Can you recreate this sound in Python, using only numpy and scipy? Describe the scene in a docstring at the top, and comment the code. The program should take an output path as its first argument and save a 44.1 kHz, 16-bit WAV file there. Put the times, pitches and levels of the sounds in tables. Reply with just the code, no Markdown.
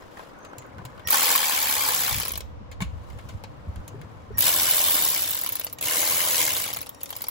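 """Open engine bay outdoors, a phone's two microphone ports held above it in a breeze, open air far off.
First fingers slide over hose and grip, the socket knocks on the clamps and the rubber hose bumps dully.
A cordless ratchet then tightens the upper clamp: toothed gears grind, the pawl snaps and rings the steel head.
It slows to single clicks; after more knocks two runs on the lower clamp follow, each slowing in its turn.
The drive whistles as each run starts and in the last crawl; engine and bonnet scatter the sound."""
import sys
import numpy as np
from scipy import signal
from scipy.fft import rfft, irfft
from scipy.io import wavfile
from scipy.ndimage import uniform_filter1d

SR = 44100
rng = np.random.default_rng(int(sys.argv[2]) if len(sys.argv) > 2 else 0)


def transcribe(u):
    """Save the signal u as a 16-bit wav file named by the first command-line argument.

    u: samples, shape (n,) or (channels, n), limited to [-1, 1]; the rate is SR.
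    q: integer samples, one column per channel.
    """
    v = np.clip(np.atleast_2d(u).T, -1, 1)
    q = np.round(v * 32767).astype(np.int16)
    wavfile.write(sys.argv[1], SR, q)


N = 322275
TIME = np.arange(N) / SR  # s
FREQ = np.fft.rfftfreq(N, 1 / SR)  # Hz

# Speed of the tool, one curve for each squeeze of the trigger. Each row: time in seconds, strokes per second.
RUN_SPEEDS = [
    [(1.072, 28), (1.15, 76.6), (1.27, 85.2), (1.4, 77), (1.7, 72.8), (1.87, 71.5), (2.03, 69.3),
     (2.11, 62), (2.2, 43.5), (2.29, 28), (2.345, 16.6), (2.42, 11)],
    [(4.372, 28), (4.44, 70), (4.48, 82.5), (4.55, 86.1), (4.72, 87.6), (4.87, 85.6), (4.97, 87.8),
     (5.1, 72.2), (5.26, 57.8), (5.41, 42.4), (5.55, 28), (5.67, 13.6), (5.75, 7)],
    [(5.808, 32), (5.86, 72.3), (5.94, 84.7), (6.22, 85.9), (6.41, 84.4), (6.5, 72.9), (6.6, 54.1),
     (6.7, 36.6), (6.8, 21), (6.89, 6.4), (6.99, 6.6), (7.07, 14.6), (7.2, 19), (7.31, 10.2)],
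]
# The pawl snap at which each run drops to a crawl, in seconds; the fast snaps come whole strokes before it.
CRAWL_SNAP_S = [2.199, 5.3885, 6.678]
# Spells in which the gears sound louder than their speed alone makes them.
# Each row: start and end in seconds, extra dB.
LOUD_SPELLS = [(1.097, 1.152, 3.5), (1.086, 1.34, 2.5), (1.768, 2.304, 0.5), (4.385, 4.492, 4.5),
               (6.373, 6.478, 1.5), (6.56, 6.712, 3)]
# Resonances of the tool seated on the clamp, one list per run. Each row: Hz, width in Hz, relative level in dB.
SEAT_MODES = [
    [(495, 45, 2), (750, 50, 0), (861, 45, 5), (1105, 100, 6), (1680, 150, -3), (2385, 90, 2),
     (3220, 100, 1.5), (3550, 120, -2), (4650, 75, -2), (4880, 150, -2), (7340, 310, -6), (8010, 76, -3)],
    [(470, 30, 0), (610, 40, -1), (764, 27, 3), (950, 60, 0), (1080, 80, 3), (1550, 130, 0), (2970, 170, 2),
     (3600, 150, 4), (4480, 86, 0), (5080, 130, -1), (7630, 170, -1)],
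    [(485, 30, 6), (614, 50, 3), (1030, 110, 4), (1560, 65, -2), (2125, 110, 4), (2950, 110, 3),
     (5280, 68, -4), (6430, 100, -2), (6720, 190, -1), (8100, 210, -6), (10300, 110, 0)],
]
# Colour of the gear noise on the upper clamp. Each row: frequency in Hz, relative level in dB.
GEAR_COLOUR_UPPER = [(40, -39), (90, -26.5), (280, -6.5), (390, -17.5), (500, -6), (630, -8), (850, -1),
                     (1200, 0), (1600, 2.5), (3500, 2), (7000, 0.5), (11500, 2), (12900, 4), (14300, -1),
                     (16000, 2.5)]
# Colour of the gear noise on the lower clamp. Each row: frequency in Hz, relative level in dB.
GEAR_COLOUR_LOWER = [(40, -25), (90, -5), (190, -13.5), (250, -16.5), (310, -1.5), (385, -19), (480, -7),
                     (880, -7), (1600, -2.5), (3500, -0.5), (7000, -1), (11500, 1.5), (12900, 1.5),
                     (14300, -5), (16000, 2)]
# Modes of the steel head. 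Each row: frequency in Hz, width in Hz, relative level in dB.
HEAD_MODES = [(10730, 130, -16), (11900, 250, -14), (12450, 200, -1), (12750, 220, 0), (13150, 280, -4),
              (13600, 260, -12), (15450, 350, -11)]
# Single pawl snaps as the tool starts, jolts or crawls. Each row: time in seconds, relative ring and crack in dB.
PAWL_SNAPS = [(1.073, -22, -23.5), (1.085, -31, -19), (1.1046, -15, -22.5), (1.123, -13, -33.5),
              (1.358, -15, -15), (1.691, -21, -21.5), (1.887, -25, -17), (2.1995, -25, -20),
              (2.224, -25, -26.5), (2.2514, -28, -19), (2.281, -24, -24.5), (2.3183, -26, -28.5),
              (2.3751, -24.5, -26), (4.374, -37, -28.5), (4.382, -18, -24), (4.3881, -15, -22.5),
              (4.4055, -12, -21.5), (4.422, -15, -16), (5.036, -26, -38), (5.3885, -23, -35),
              (5.413, -20.5, -33), (5.435, -20.5, -29), (5.462, -20, -24.5), (5.49, -20, -29),
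              (5.5212, -25, -30), (5.526, -25, -38), (5.554, -23, -26.5), (5.5956, -22, -28),
              (5.645, -24, -37), (5.727, -25.5, -36), (5.811, -25, -24), (5.825, -26, -20),
              (5.837, -30, -22), (6.654, -28, -28), (6.678, -29, -25), (6.703, -32, -24),
              (6.735, -23, -29.5), (6.7687, -27, -27), (6.814, -26, -32), (6.8915, -31, -32.5),
              (7.0317, -26, -31.5), (7.104, -28, -30), (7.1637, -25.5, -29), (7.2186, -23, -27.5),
              (7.284, -22, -29.5)]
# Knocks of the yoke and the slack gears at a crawl. Each row: time in seconds, relative level in dB.
YOKE_KNOCKS = [(2.207, -21.5), (2.216, -21.5), (2.232, -19.5), (2.259, -23), (2.2715, -22.5),
               (2.292, -24.5), (2.306, -23), (2.336, -25), (2.356, -23), (2.406, -26), (5.397, -28),
               (5.42, -24.5), (5.4453, -23), (5.473, -24), (5.497, -27), (5.532, -26), (5.567, -24.5),
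               (5.588, -31), (5.613, -24.5), (5.637, -28), (5.667, -24.5), (5.6984, -35), (5.786, -27.5),
               (6.663, -21), (6.688, -24), (6.715, -28), (6.73, -24.5), (6.746, -22.5), (6.763, -25.5),
               (6.788, -27), (6.807, -28.5), (6.829, -29), (6.862, -32), (6.868, -29.5), (6.947, -37),
               (7.007, -38), (7.013, -31), (7.058, -30), (7.092, -31.5), (7.1273, -26.5), (7.153, -30),
               (7.185, -30), (7.208, -29), (7.2405, -23.5), (7.268, -31)]
# Colour of dry steel-on-steel blows. Each row: frequency in Hz, relative level in dB.
CRACK_COLOUR = [(80, -9), (350, -2.5), (600, 1), (1100, 5.5), (1600, -2), (2300, 2.5), (3400, 2), (5500, 1),
                (8500, -4), (10000, 2), (10900, 1.5), (11800, -3.5), (13000, -10), (16000, -5.5)]
# The half-pressed trigger chops the motor current, which whistles. Each row: start and end in seconds,
# relative level in dB, share of each period that the current is on.
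WHISTLES = [(1.051, 1.095, -31.5, .5), (4.344, 4.393, -42, .5), (5.772, 5.82, -48, 0.35),
            (6.887, 7.305, -53.5, 0.15)]
# Socket and hands against clamp, hose and engine. Each row: start in seconds, relative level in dB,
# treble tilt in dB per octave, t60 in seconds.
KNOCKS = [(0.172, -38, -14, 0.034), (0.1939, -33, -13.5, 0.034), (0.388, -54, 11, 0.025),
          (0.449, -40.5, 2.5, 0.049), (0.532, -39, -28, 0.026), (0.583, -35, 7.5, 0.026),
          (0.621, -48, 2, 0.039), (0.665, -54, 14, 0.03), (0.783, -35.5, -25, 0.063),
          (0.852, -35.5, 8.5, 0.034), (0.977, -42.5, -4, 0.026), (0.995, -41.5, 0, 0.025),
          (2.715, -41, 2, 0.088), (2.8049, -26, -5, 0.028), (2.814, -31, 2, 0.11), (2.822, -27.5, 2, 0.018),
          (3.102, -42.5, 2, 0.018), (3.187, -41, -1, 0.068), (3.289, -39, 2.5, 0.082),
          (3.438, -32, -2, 0.041), (3.759, -41, 3, 0.019), (3.879, -36, 9, 0.035), (4.015, -43, 4, 0.024)]
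# Overall colour of those knocks. Each row: frequency in Hz, relative level in dB.
KNOCK_COLOUR = [(100, -36), (600, 7.5), (1000, 6.5), (2700, -2), (3600, 1), (6000, -11), (16000, -20)]
# Resonances of socket and clamp. Each row: frequency in Hz, width in Hz, relative level in dB.
SOCKET_MODES = [(1060, 110, 0), (1605, 160, -1), (2080, 250, -1.5), (2320, 200, 1), (2720, 150, 1),
                (4090, 82, -12), (4700, 170, -15), (6400, 100, -9), (6930, 510, 3.5), (9940, 390, 5.5)]
# Dull bumps of the rubber intake hose. Each row: start in seconds, relative level in dB, Hz, t60 in seconds.
HOSE_BUMPS = [(0.578, -35, 123, 0.33), (0.783, -41, 128, 0.14), (0.85, -27, 129, 0.28),
              (1.061, -50, 139, 0.088), (2.8199, -13, 178, 0.086), (3.943, -28.5, 396, 0.11),
              (4.305, -29.5, 420, 0.092)]
# Strokes of the fingers over hose and grip. Each row: centre and length in seconds, relative rub and hiss in dB.
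FINGER_SLIDES = [(.01, 0.11, -48.5, -61), (.2, 0.15, -48.5, -57), (.55, 0.73, -49, -69),
                 (.98, 0.31, -49.5, -66), (3.17, 0.37, -56, -62.5), (3.32, 0.13, -61, -65),
                 (3.95, 1, -53, -67.5)]
# Faint squeaks of the socket on the clamp screw. Each row: centre and length in seconds, relative dB, Hz.
SQUEAKS = [(0.446, 0.072, -61, 6300), (0.614, .05, -61, 6720)]
# Strength of the breeze on the microphone. Each row: time in seconds, relative flutter and deep rumble in dB.
BREEZE = [(0, -67, -92), (.6, -54.5, -68), (.95, -53, -53), (1.2, -62, -70), (1.5, -61, -63),
          (2.05, -47.5, -55), (2.45, -50, -45), (3.3, -48, -50), (4.1, -48.5, -52.5), (5.4, -56, -61.5),
          (6.6, -51, -63.5), (7.31, -60.5, -57)]
# Gusts on top of it. Each row: centre and length in seconds, relative flutter and deep rumble in dB.
GUSTS = [(.79, 0.066, -41.5, -58), (1.07, 0.026, -38.5, -70), (2.16, 0.065, -38.5, -38),
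         (2.43, 0.14, -48.5, -43), (2.615, 0.011, -31, -51), (2.82, 0.032, -32, -52),
         (2.91, 0.15, -46, -37.5), (3.15, 0.063, -42.5, -40), (3.26, 0.024, -36, -47),
         (3.35, 0.037, -43, -39), (3.69, 0.025, -37.5, -33.5), (3.79, 0.047, -37.5, -34.5),
         (3.98, 0.11, -40, -62), (4.38, 0.12, -41, -43.5)]
# Colour of the flutter. Each row: frequency in Hz, relative level in dB.
FLUTTER_COLOUR = [(40, -38.5), (70, -7.5), (100, 3), (140, -5.5), (200, -8.5), (300, -20), (700, -45),
                  (4000, -115)]
# Colour of the deep rumble. Each row: frequency in Hz, relative level in dB.
RUMBLE_COLOUR = [(15, -6), (30, -36.5), (50, -1.5), (68, 4.5), (100, -4.5), (300, -65.5)]
# Colour of the distant outdoor wash. Each row: frequency in Hz, relative level in dB.
OUTDOORS_COLOUR = [(25, -38), (70, -42), (130, -15), (300, 1.5), (385, -11.5), (490, 1.5), (700, -7.5),
                   (1050, -3.5), (1600, -15), (3000, -22), (6000, -32), (11000, -48.5), (16000, -78.5)]
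# How much louder the left port is than the right. Each row: frequency in Hz, difference in dB.
PORT_BALANCE = [(40, -2.2), (170, 2.5), (330, 2), (620, 7), (1200, 0.1), (6000, 2.5), (11000, 0)]

FULL_SPEED, CRAWL_SPEED = 84.2, 45  # strokes per s; below the second, blows are placed one by one
GEAR_DB_PER_DOUBLING = 9.5  # of speed
HUM_ORDERS = range(2, 15)  # multiples of the stroke rate in the hum of the housing
YOKE_LAG = .34  # the yoke turns round this share of a stroke after the pawl snaps
SWING_DB, SWING_T60_S = 2.0, .009  # its knock at speed: level over the grinding of the teeth, and decay
WHISTLE_HZ = 1874
PORT_LAG_S = .000272  # direct sound from the engine bay reaches the left port this much later
OUTDOORS_DB = -53
TOP_HZ = 15800


def amp(db):
    """Decibels to gain."""
    return 10 ** (np.asarray(db) / 20)


def unit(x):
    """Scale to rms 1."""
    return x / np.sqrt(np.mean(np.abs(x) ** 2))


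def curves(rows):
    """Each column of a table, joined by straight lines in time."""
    s, *columns = np.transpose(rows)
    return [np.interp(TIME, s, c) for c in columns]


def spell(start, end, edge_s):
    """Envelope that rises at start, holds, and falls at end."""
    return np.clip(np.minimum(TIME - start, end - TIME) / edge_s + .5, 0, 1)


def swells(rows):
    """For each dB column of (s, length, dB, ..) rows, the gain of bell-shaped swells."""
    s, length, *levels = np.transpose(rows)
    bells = np.exp(-np.minimum((2 * (TIME - s[:, None]) / length[:, None]) ** 2, 60))
    return [np.sqrt(amp(db) ** 2 @ bells) for db in levels]


def colour(points):
    """Frequency response through (Hz, dB) points."""
    hz, db = np.transpose(points)
    return amp(np.interp(np.log(FREQ + 1), np.log(hz), db))


def resonances(modes):
    """Frequency response of each (Hz, width, dB) mode."""
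    responses = []
    for hz, width, db in modes:
        damping = 1j * FREQ * width
        responses.append(amp(db) * damping / (hz ** 2 - FREQ ** 2 + damping))
    return np.array(responses)


def shape(x, response):
    """Filter without changing the power of white noise."""
    return irfft(rfft(x) * unit(response), N)


def noise():
    """White noise."""
    return rng.standard_normal(N)


def blows(times, sizes=None):
    """One impulse for each blow, of size 1 unless sizes are given."""
    samples = np.round(np.asarray(times) * SR).astype(int)
    return np.bincount(np.clip(samples, 0, N - 1), sizes, N)


def dying(energy, t60):
    """Envelope of blows that each die away in t60 seconds."""
    return np.sqrt(signal.lfilter([1], [1, -amp(-120 / (t60 * SR))], energy + 1e-18))


def ratchet():
    """The close main source: one run on the upper clamp, then two on the lower."""
    first, second, third = (motion(table, s) for table, s in zip(RUN_SPEEDS, CRAWL_SNAP_S))
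    upper = gears(first, SEAT_MODES[0], GEAR_COLOUR_UPPER, full_db=-21.5) + pawl(first, full_db=-24)
    lower = gears(second, SEAT_MODES[1], GEAR_COLOUR_LOWER, full_db=-22.5) + pawl(second, full_db=-20)
    last = gears(third, SEAT_MODES[2], GEAR_COLOUR_LOWER, full_db=-23.5) + pawl(third, full_db=-24)
    return upper + lower + last + snaps() + yoke()


def motion(table, snap_s):
    """Speed, whether the motor runs, and the count of strokes, which is whole at each snap of the pawl."""
    speed, = curves(table)
    on = (TIME > table[0][0]) & (TIME < table[-1][0])
    turn = np.cumsum(speed * on) / SR
    return speed, on, turn + np.mod(-np.interp(snap_s, TIME, turn), 1)


def each_stroke(drive, lag=0):
    """Moments when a stroke has gone the share lag of its way, while the drive runs faster than a crawl."""
    speed, on, turn = drive
    strokes = np.arange(np.ceil(turn[0]), turn[-1]) + lag
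    times = np.interp(strokes, turn[on], TIME[on])
    return times[np.interp(times, TIME, speed) > CRAWL_SPEED]


def gears(drive, seat, gear_colour, full_db, count=16, tooth_t60=0.0088, tick=1.0,
          seat_db=1, hum_db=-13, crawl_db=2.5):
    """A fine rattle of teeth and one knock of the yoke in each stroke, louder with speed and in set spells."""
    speed, on, turn = drive
    # count teeth meet in each stroke, each a little early or late
    at = np.arange(np.ceil(turn[0] * count) + 1, int(turn[-1] * count)) / count
    slip = .5 * rng.standard_normal(len(at)) / count
    contacts = blows(np.interp(at + slip, turn[on], TIME[on])) / np.sqrt(speed)

    # at speed each tooth lands with a tick and grinds on for a moment; at a crawl the teeth only slide
    hard = np.minimum(speed / FULL_SPEED, 1)
    landing = hard * unit(dying(contacts ** 2, tooth_t60))
    sliding = amp(crawl_db) * np.sqrt(1 - hard ** 2) * unit(1. 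* on)
    swings = blows(each_stroke(drive, YOKE_LAG)) / np.sqrt(speed)
    swing = amp(SWING_DB) * unit(dying(swings ** 2, SWING_T60_S))
    grind = np.hypot(np.hypot(landing, sliding), swing) * noise()
    clatter = tick * hard * unit(contacts) + grind

    # the drive shakes the housing in step with the stroke: a faint hum that glides with the speed
    hum = np.zeros(N)
    hum[on] = sum(np.cos(2 * np.pi * (k * turn[on] + rng.random())) for k in HUM_ORDERS)
    clatter = unit(clatter) + amp(hum_db) * unit(hum * hard)

    seat_power = np.sum(np.abs(resonances(seat)) ** 2, axis=0)
    body = colour(gear_colour) * np.sqrt(1 + amp(2 * seat_db) * seat_power)
    extra_db = sum(db * spell(start, end, edge_s=0.017) for start, end, db in LOUD_SPELLS)
    gear_db = full_db + GEAR_DB_PER_DOUBLING * np.log2(speed / FULL_SPEED) + extra_db
    return shape(clatter * np.sqrt(on.mean()) * amp(gear_db), body)


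def pawl(drive, full_db, scatter_db=2.5, db_per_doubling=5):
    """At speed the pawl snaps once a stroke, some snaps harder than others."""
    times = each_stroke(drive)
    speed = np.interp(times, TIME, drive[0])
    db = full_db + db_per_doubling * np.log2(speed / FULL_SPEED)
    return head_ring(times, db + scatter_db * rng.standard_normal(len(times)))


def head_ring(times, db, snap_db=-4.0, chatter_db=1.0, chatter_t60=0.035):
    """Pawl blows ring the steel head; the pawl chatters on its tooth for a moment after each snap."""
    hits = blows(times, amp(db))
    snap = hits * np.sqrt(.005 * SR)
    chatter = dying(hits ** 2, chatter_t60) * noise()
    push = amp(snap_db) * snap + amp(chatter_db) * chatter
    # neighbouring modes swing in opposite directions, so the ring swells for a moment instead of spiking
    modes = resonances(HEAD_MODES)
    return shape(push, modes[::2].sum(axis=0) - modes[1::2].sum(axis=0))


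def snaps(crack_t60=0.012):
    """Single hard snaps of the pawl: a crack, and the steel head rings."""
    s, ring_db, crack_db = np.transpose(PAWL_SNAPS)
    return head_ring(s, ring_db) + cracks(s, crack_db, crack_t60)


def yoke(knock_t60=0.012):
    """At a crawl the yoke knocks at the ends of its swing, between the snaps of the pawl."""
    s, db = np.transpose(YOKE_KNOCKS)
    return cracks(s, db, knock_t60)


def cracks(times, db, t60, tick=3.2):
    """Dry steel-on-steel blows: a tick and a short grind."""
    hits = blows(times, amp(db))
    return shape(dying(hits ** 2, t60) * noise() + tick * hits, colour(CRACK_COLOUR))


def whistle(partials_db=(0, -7, -8, -10), edge_s=0.017):
    """Switching tone of the motor drive: half-on pulses give odd partials, shorter pulses even ones too."""
    out = np.zeros(N)
    for start, end, db, duty in WHISTLES:
        tone = 0
        for k, partial_db in enumerate(partials_db, 1):
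            strength = amp(partial_db) * np.sin(np.pi * k * duty)
            tone = tone + strength * np.sin(2 * np.pi * k * WHISTLE_HZ * TIME)
        out += np.sqrt(2) * amp(db) * spell(start, end, edge_s) * tone
    return out


def knocks(pivot_hz=1500, socket_db=1.5, mode_scatter_db=4.5, tick=8, size=16384):
    """A tick and a short rattle; every knock rings the socket's modes in its own proportions."""
    out, t, hz = np.zeros(N + size), np.arange(size) / SR, np.fft.rfftfreq(size, 1 / SR)
    body = np.interp(hz, FREQ, colour(KNOCK_COLOUR))
    # each mode's full response, read at the frequencies of a single knock
    modes = np.array([np.interp(hz, FREQ, mode) for mode in resonances(SOCKET_MODES)])
    for s, db, tilt, t60 in KNOCKS:
        push = rng.standard_normal(size) * np.exp(-np.log(1000) * t / t60) + tick * (t == 0)
        treble = amp(tilt * np.log2(np.maximum(hz / pivot_hz, 1)))
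        ring = amp(socket_db + mode_scatter_db * rng.standard_normal(len(modes))) @ modes
        knock = irfft(rfft(push) * unit(body * treble * (1 + ring)))
        out[int(s * SR):][:size // 2] += amp(db) * knock[:size // 2]
    return out[:N]


def hose(width_hz=70):
    """Dull bumps of the rubber hose: a quick throb with a soft thud around it."""
    out = 0
    for s, db, hz, t60 in HOSE_BUMPS:
        t = np.maximum(TIME - s, 0)
        throb = np.sin(2 * np.pi * hz * t)
        thud = shape(noise(), resonances([(hz, width_hz, 0)])[0] ** 2) * np.tanh(t * hz)
        out = out + amp(db) * (0.39 * throb + 0.14 * thud) * np.exp(-np.log(1000) * t / t60)
    return out


def fingers(grit_db=3):
    """The gritty slide of skin on rubber and plastic: a dull rub and a dry hiss."""
    grit = amp(grit_db * unit(uniform_filter1d(noise(), int(0.0023 * SR))))
    rub, hiss = swells(FINGER_SLIDES)
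    dull = colour([(300, 20.0), (1500, 17.0), (5000, -16.5), (16000, -28.0)])
    dry_hiss = colour([(1000, -21), (2800, 6.0), (7000, -0.5), (16000, -6.5)])
    return shape(noise() * grit * rub, dull) + shape(noise() * grit * hiss, dry_hiss)


def squeaks(width_hz=160):
    """Steel slips on steel: a thin, unsteady note."""
    out = np.zeros(N)
    for s, length, db, hz in SQUEAKS:
        note = shape(noise(), resonances([(hz, width_hz, 0)])[0] ** 2)
        out += note * swells([(s, length, db)])[0]
    return out


def engine_bay(x, near_t60=0.044, far_t60=0.36, far_db=-21.5, shared=0.35, count=14, size=16384):
    """Direct sound at two ports, plus quick scatter from engine and bonnet; each blow radiates its own way."""
    t, hz = np.arange(size) / SR, np.fft.rfftfreq(size, 1 / SR)
    # scatter against direct sound: strongest near 4 kHz, faint in the top treble
    wet = np.interp(hz, FREQ, colour([(100, 9.0), (400, -6.0), (1500, 4.0), (4000, 19.0), (7500, 5.0),
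                                      (9500, -14.0), (13000, -14.5), (16000, -9.0)]))
    near, far = (np.exp(-np.log(1000) * t / t60) for t60 in (near_t60, far_t60))
    tail = near + amp(far_db) * far
    lead, blow = 128, int(.007 * SR)  # samples: room ahead of the direct sound, length of one blow

    def arrive(sound, response):
        """Send a sound down one pair of paths."""
        paths = np.roll(irfft(response / np.sqrt(1 + wet ** 2)), lead, axis=1)
        return signal.oaconvolve(sound[None], paths, axes=1)[:, lead:lead + N]

    out = arrive(x, np.exp(-2j * np.pi * hz * np.array([[PORT_LAG_S], [0]])))
    # the sound wanders among count scatter patterns at constant total power
    facing = rng.standard_normal((count, N))
    for _ in range(2):
        facing = uniform_filter1d(facing, blow, axis=1)
    for share in facing / np.linalg.norm(facing, axis=0):
        scatter = rng.standard_normal((2, size)) + np.sqrt(shared) * rng.standard_normal(size)
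        out = out + arrive(x * share, wet * unit(rfft(tail * scatter)))
    return out


def air(points, side_db):
    """Coloured noise, partly shared by both ports."""
    mid = shape(noise(), colour(points))
    side = shape(noise(), colour(points)) * amp(side_db)
    return np.array([mid + side, mid - side])


def breeze():
    """Moving air flutters and rumbles on the ports, rising in short gusts."""
    flutter, rumble = np.hypot(amp(curves(BREEZE)), swells(GUSTS))
    return air(FLUTTER_COLOUR, side_db=-10) * flutter + air(RUMBLE_COLOUR, side_db=0.5) * rumble


def outdoors():
    """The steady distant wash of open air: wide, coloured noise."""
    return air(OUTDOORS_COLOUR, side_db=1.5) * amp(OUTDOORS_DB)


def scene():
    """The ratchet and the hands in the engine bay, under open air."""
    tone = whistle()
    in_bay = engine_bay(ratchet() + knocks() + fingers() + squeaks() + amp(-9.5) * tone)
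    # part of the whistle, and the hose, reach both ports alike
    near = in_bay + amp(-10.5) * tone + hose()
    return near + breeze() + outdoors()


def record(dry):
    """The phone's left port is fuller in the low mids; the top is cut."""
    lean = np.sqrt(colour(PORT_BALANCE))
    ports = irfft(rfft(dry) * np.array([lean, 1 / lean]), N)
    return signal.sosfilt(signal.ellip(12, .2, 80, TOP_HZ, fs=SR, output="sos"), ports)


dry = scene()
out = record(dry)
transcribe(out)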